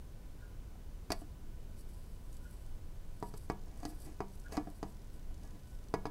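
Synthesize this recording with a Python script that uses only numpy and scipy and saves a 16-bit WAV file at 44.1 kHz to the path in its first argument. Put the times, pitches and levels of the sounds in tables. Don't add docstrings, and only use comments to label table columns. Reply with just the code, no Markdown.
import sys
import numpy as np
from scipy import signal
from scipy.fft import rfft, irfft
from scipy.io import wavfile
from scipy.ndimage import uniform_filter1d

SR = 44100
rng = np.random.default_rng(int(sys.argv[2]) if len(sys.argv) > 2 else 0)


def bounce(signal):
    frames = np.transpose(np.atleast_2d(signal))
    limited = np.clip(frames, -1, 1)
    pcm = np.round(limited * 32767).astype(np.int16)
    wavfile.write(sys.argv[1], SR, pcm)


def volts_from_db(level):
    exponent = np.asarray(level, float) / 20
    return 10 ** exponent


N = 269010

# f/Hz, level/dB
ROOM_SPECTRUM = [(8.8, -38), (15, 3), (65, -10), (179, -22), (207, -23), (277, -27.5), (312, -28.5),
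                 (340, -29), (543, -33.5), (972, -41), (1690, -46), (3030, -49), (16000, -54.5)]
# f/Hz, width/Hz, level/dB
WHINE = [(998.4, 12, -79.5), (1496, 10, -82.5), (2985, 8.3, -87), (3630, 11, -95), (4970, 11, -91.5),
         (6130, 15, -90)]
# peak t/s, level/dB, rise/s, fall/s, upper mode level/dB
CREAKS = [
    (0.43, -66.5, 0.049, 0.097, 1),
    (2.464, -61.5, 0.054, .06, -9),
    (4.466, -58.5, 0.026, 0.054, -4),
]
# t/s, metal tick level/dB, board ring level/dB, bench thump level/dB, #
TICKS = [(0.7546, -73, -56.5, -72, 1), (1.1039, -29, -30, -33.5, 0.3), (1.1194, -19, -33.5, -59, 1),
         (1.2174, -58, -50, -51, 0.96), (3.3393, -42, -47.5, -48, 0.23), (3.8313, -46, -43, -49, 0.98),
         (3.8522, -29, -43, -38.5, 0.75), (4.5232, -36, -49, -47, 0.34), (4.553, -44, -42, -55, 0.53),
         (4.5697, -30, -41, -37, 0.24), (4.5759, -45, -30, -34, 0.77), (4.5828, -57, -57, -37.5, 0.59),
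         (4.6717, -58, -43.5, -45, 0.98), (4.682, -56, -62, -44.5, 0.54), (5.3094, -62, -57.5, -58, 0.66),
         (6.0674, -43.5, -47, -45, 0.96)]
KNOCKS = [
    (3.226, -41, -34.5, -39, 0.08),
    (3.4993, -34.5, -30.5, -32, 0.27),
    (4.2044, -41.5, -31.5, -32.5, 0.11),
    (4.8288, -36.5, -35.5, -35.5, 0.23),
    (5.9395, -28.5, -27.5, -28.5, 0.18),
    (6.0546, -36.5, -32.5, -36, 0.18),
]
# f/Hz, level/dB at spot 0, level/dB at spot 1, t60/s (time to fade by 60 dB)
BENCH_MODES = [(150, -7.5, -17, 0.18), (197.9, -10, -21.5, 0.57), (301, -13, 7, 0.2),
               (334.3, -9.5, -7.5, 0.16), (400, -3.5, -6, 0.071), (429.3, -1, -9.5, 0.076)]
BOARD_MODES = [(704, -36, -16, 0.03), (688, 3.5, 13.5, 0.093), (742.5, 3.5, 0, 0.15), (820, 4, 0, 0.058),
               (899, -7, -12, 0.27), (953, 6, -28.5, 0.24), (1014, -3, -6, 0.081), (1144, -0.5, -2, 0.092),
               (1170, -28, -11, 0.22)]
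UPPER_MODES = [(1600, -19, -19, 0.033), (1701, 8, -8.5, 0.27), (1945, 5, -3, 0.11), (2214, 5, -15, 0.19),
               (2470, 5, -8, 0.073)]
METAL_MODES = [(3740, -3, -15, 0.043), (4600, 0, 1, 0.055), (4830, 1, -2, .05), (4980, 5, -5, 0.065),
               (5510, 1, 0, .04), (5800, -3, -9, 0.044), (6250, 3.5, -14, 0.077), (6690, -18, -9, 0.033),
               (7960, -13, -9, 0.078), (9070, -15, -7, .03), (10000, -12, -23, .03)]
# peak t/s, level/dB, rise/s, fall/s
SIZZLE = [(1.213, -59.5, .14, .03), (1.792, -60, 0.065, .06), (1.89, -65.5, 0.033, .6),
          (2.03, -77, .025, 0.22), (2.372, -65, 0.17, .012), (2.43, -73, .05, .11),
          (2.512, -63.5, 0.051, 0.022), (2.53, -68, .025, .55), (3.24, -70, 0.039, .15),
          (3.294, -62, 0.17, 0.014), (3.375, -60, 0.061, .07), (3.448, -63, .04, .04),
          (3.52, -63, .025, 0.032), (3.78, -68, .03, .55), (3.895, -57.5, 0.067, 0.071),
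          (4.01, -66.5, .03, 0.17), (4.065, -57, 0.12, 0.019), (4.09, -86, .025, 0.097),
          (4.356, -65, 0.13, .015), (4.405, -70, .04, 0.2), (4.525, -56, 0.011, 0.028),
          (4.565, -66, 0.066, 0.028), (4.784, -66, 0.36, .03), (4.892, -64.5, 0.07, .08),
          (5.14, -64, .025, .05), (5.45, -70, .15, .15), (5.68, -68, 0.043, .03), (5.71, -69, .03, .4)]
# f/Hz, width/Hz, level/dB
FIZZ = [(7950, 210, 13), (8980, 2100, 10), (10950, 1200, 5), (11700, 640, -1)]
# f/Hz, width/Hz, level/dB
LOW_FIZZ = [(4860, 430, -2.5), (5610, 1500, 0)]
# t/s, peak level/dB, f/Hz
SPITS = [(1.2094, -50, 9360), (1.8083, -49, 7990), (1.89, -52, 10500), (2.328, -44.5, 8000),
         (2.342, -48, 9000), (2.3684, -47, 7000), (2.5092, -44, 11800), (2.6636, -51, 7980),
         (3.2004, -47, 7900), (3.2794, -51, 9520), (3.2894, -51, 9300), (3.3737, -47, 9430),
         (3.3777, -42, 8070), (3.5194, -47, 7930), (3.7747, -44, 7950), (3.8023, -45.5, 7360),
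         (3.8824, -46, 11700), (4.0013, -43, 11400), (4.0194, -44, 7700), (4.0394, -45, 10700),
         (4.0532, -57, 7890), (4.0633, -49, 4780), (4.355, -50, 10000), (4.399, -46, 8000),
         (5.3426, -48.5, 6200), (5.4331, -49, 5960), (5.475, -50, 6000), (5.508, -50, 6000),
         (5.84, -50, 5830), (5.885, -46, 5500)]
# first t/s, last t/s, number of pops, last gap / first gap
BUBBLING = [
    (3.571, 3.681, 6, 1),
    (3.714, 3.759, 3, .7),
    (4.098, 4.191, 5, 1),
    (4.282, 4.484, 11, 1.3),
    (4.862, 5.229, 15, 1.75),
    (5.378, 5.45, 3, 1),
    (5.558, 5.789, 7, 1.05),
]
# peak t/s, board ring level/dB, rise/s, fall/s, bench thump share level/dB
SCRAPES = [(3.675, -68, .015, 0.19, 3), (3.8, -61.5, .11, 0.046, -6), (3.83, -54.5, .015, 0.057, -6),
           (3.88, -71, .05, .11, 12), (3.925, -65.5, 0.045, 0.02, 6), (4.082, -57.5, 0.086, 0.072, 3.5),
           (4.524, -51.5, 0.01, 0.06, -18), (4.552, -49.5, 0.068, 0.042, -5), (4.6, -65, 0.02, .04, 18),
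           (5.456, -63.5, 0.11, 0.078, -2), (5.55, -64, 0.031, 0.041, 7)]


def level(x, db):
    return x * volts_from_db(db) / np.sqrt(np.mean(x ** 2))


def band(x, hz, width):
    return signal.lfilter(*signal.iirpeak(hz, hz / width, fs=SR), x)


def add(out, s, sound):
    i = int(s * SR)
    out[i:i + len(sound)] += sound[:N - i]


def walk(rate):
    k = int(SR / rate)
    steps = np.repeat(rng.standard_normal(N // k + 1), k)
    smooth = uniform_filter1d(uniform_filter1d(steps, k), k)
    return level(smooth[:N], 0)


def crackle(rate, spread_db):
    clicks = (rng.random(N) < rate / SR) * rng.standard_normal(N)
    return level(clicks * volts_from_db(spread_db * rng.exponential(size=N)), 0)


def swell(s, db, rise, fall):
    late = np.arange(N) / SR - s
    return volts_from_db(db - 20 * np.maximum(-late / rise, late / fall))


def ring(modes, spot):
    hz, bench_db, pin_db, t60 = np.transpose(modes)[:, :, None]
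    luck = rng.standard_normal((2, len(modes), 1))
    db = bench_db + spot * (pin_db - bench_db) + 1.2 * luck[0]
    t60 = t60 * (1 - 0.29 * spot)
    t = np.arange(SR // 3) / SR
    tones = volts_from_db(db) * np.sin(2 * np.pi * hz * (1 + .005 * luck[1]) * t)
    y = np.sum(tones * np.exp(-np.log(1000) * t / t60), axis=0)
    y = y * (0.94 + np.exp(-t / 0.014))
    return y / np.abs(y).max()


def air():
    hz = np.maximum(np.fft.rfftfreq(N, 1 / SR), 1)
    room_hz, room_db = np.transpose(ROOM_SPECTRUM)
    shape = volts_from_db(np.interp(np.log(hz), np.log(room_hz), room_db))
    spectrum = shape * rfft(rng.standard_normal(N))
    rumble = irfft(spectrum / (1 + (hz / 150) ** 2), N)
    drift = volts_from_db(0.51 * walk(3.22)) - 1
    hush = level(irfft(spectrum, N) + drift * rumble, -45.5)
    return hush + sum(level(band(rng.standard_normal(N), f, w), db) for f, w, db in WHINE)


def creaks():
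    slip = crackle(2700, 0.89)
    lower = level(band(band(slip, 1443, 30), 1480, 99), 0)
    upper = level(band(band(slip, 1603, 50), 1600, 120), 0)
    return sum(swell(*row[:-1]) * (lower + volts_from_db(row[-1]) * upper) for row in CREAKS)


def knocks():
    out, t = np.zeros(N), np.arange(SR // 10) / SR
    for s, metal_db, board_db, bench_db, spot in KNOCKS + TICKS:
        upper_db = board_db + 0.53 * (metal_db - board_db) - 13.5
        chance = rng.standard_normal((4, len(t)))
        push = np.exp(-((t - .0007) / 0.00022) ** 2) - 0.4 * np.exp(-((t - .0003) / 0.00013) ** 2)
        chatter = (0.033 + 0.013 * spot) * chance[0] * np.exp(-t / 0.0084)
        blow = (1 - 0.16 * spot) * push / push.sum() + chatter
        bench = volts_from_db(bench_db + 7.5) * ring(BENCH_MODES, spot)
        board = volts_from_db(board_db + 6.0) * ring(BOARD_MODES, spot)
        add(out, s, -signal.fftconvolve(blow, bench + board))
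        crack = 0.07 * chance[1] * np.exp(-t / 0.0046)
        crack[0] = 1
        upper = volts_from_db(upper_db + 2.5) * ring(UPPER_MODES, spot)
        metal = volts_from_db(metal_db - 7.5) * ring(METAL_MODES, spot)
        add(out, s, signal.fftconvolve(crack, upper + metal))
        add(out, s, volts_from_db(upper_db + 6.5) * band(chance[2], 830, 1160) * np.exp(-t / 0.0096))
        buzz = band(band(chance[3], 4470, 1680), 7060, 8100)
        buzz += volts_from_db(-7.5) * spot * band(chance[3], 8400, 4000)
        buzz += volts_from_db(-11) * band(chance[3], 2900, 1200)
        fade = np.minimum(t / .0006, 1) * (np.exp(-t / .0022) + .22 * np.exp(-t / .009))
        add(out, s, volts_from_db(metal_db - 4) * buzz * fade)
    return out


def sizzle():
    grains = crackle(2500, 2.3) + .8 * rng.standard_normal(N)
    high = sum(volts_from_db(db) * band(grains, hz, w) for hz, w, db in FIZZ)
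    high = level(band(high, 10000, 6500), 0)
    low = sum(volts_from_db(db) * band(band(grains, hz, w), hz, 3 * w) for hz, w, db in LOW_FIZZ)
    low = level(low, 0)
    surges = sum(swell(*row) for row in SIZZLE) * volts_from_db(1.4 * walk(90) - 4.5)
    return surges * (high + volts_from_db(-5.5) * low)


def pops():
    out, t = np.zeros(N), np.arange(SR // 10) / SR
    spits = [(*row, .03) for row in SPITS]
    for s, peak_db, hz, t60 in spits + bubbles():
        fade = np.exp(-t / .002) + .4 * np.exp(-np.log(1000) * t / t60)
        burst = rng.standard_normal(len(t)) * fade
        burst = band(band(burst, hz, .6 * hz), hz, 1.1 * hz)
        add(out, s, volts_from_db(peak_db - 5.5) * burst / np.abs(burst).max())
    return out


def bubbles():
    rows = []  # t/s, peak level/dB, f/Hz, t60/s
    for first, last, count, slowing in BUBBLING:
        reach = np.cumsum(slowing ** np.linspace(0, 1, count - 1))
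        times = first + (last - first) * np.append(0, reach) / reach[-1]
        luck = rng.standard_normal((count, 2))
        for s, (size, pitch) in zip(times, luck):
            rows.append((s, -53.5 + 0.8 * size, 5730 * (1 + .06 * pitch), 0.029))
    return rows


def scrapes():
    clicks = crackle(6000, 1.2)
    slip = clicks * sum(swell(*row[:-1]) for row in SCRAPES)
    thump = clicks * sum(volts_from_db(row[-1]) * swell(*row[:-1]) for row in SCRAPES)
    fade = np.exp(-np.arange(SR // 3) / SR / 0.016)
    board = fade * (ring(BOARD_MODES, .9) + volts_from_db(-7) * ring(UPPER_MODES, .4))
    bench = fade * ring(BENCH_MODES, 0.75)
    out = signal.fftconvolve(slip, board / np.sqrt(np.sum(board ** 2)))
    out[:N] += volts_from_db(-1.5) * band(slip, 6300, 1400)
    out += signal.fftconvolve(thump, bench / np.sqrt(np.sum(bench ** 2)))
    return out[:N]


def scene():
    room_t60_s, room_db = 0.25, -21
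    near = knocks() + sizzle() + pops() + scrapes() + creaks()
    t = np.arange(SR // 2) / SR
    fade = np.exp(-np.log(1000) * t / room_t60_s) * np.minimum(t / 0.016, 1)
    tail = rng.standard_normal(len(t)) * fade
    tail = signal.lfilter([1], [1, -.8], tail)
    wet = volts_from_db(room_db) * signal.fftconvolve(near, tail / np.sqrt(np.sum(tail ** 2)))[:N]
    return (near + wet + air())[None]


def roll_off(x):
    return signal.sosfilt(signal.butter(12, 16500, fs=SR, output="sos"), x)


def record(dry):
    top = signal.ellip(8, .2, 30, 15750, fs=SR, output="sos")
    mix = signal.sosfilt(top, dry)
    return roll_off(mix)


dry = scene()
out = record(dry)
bounce(out)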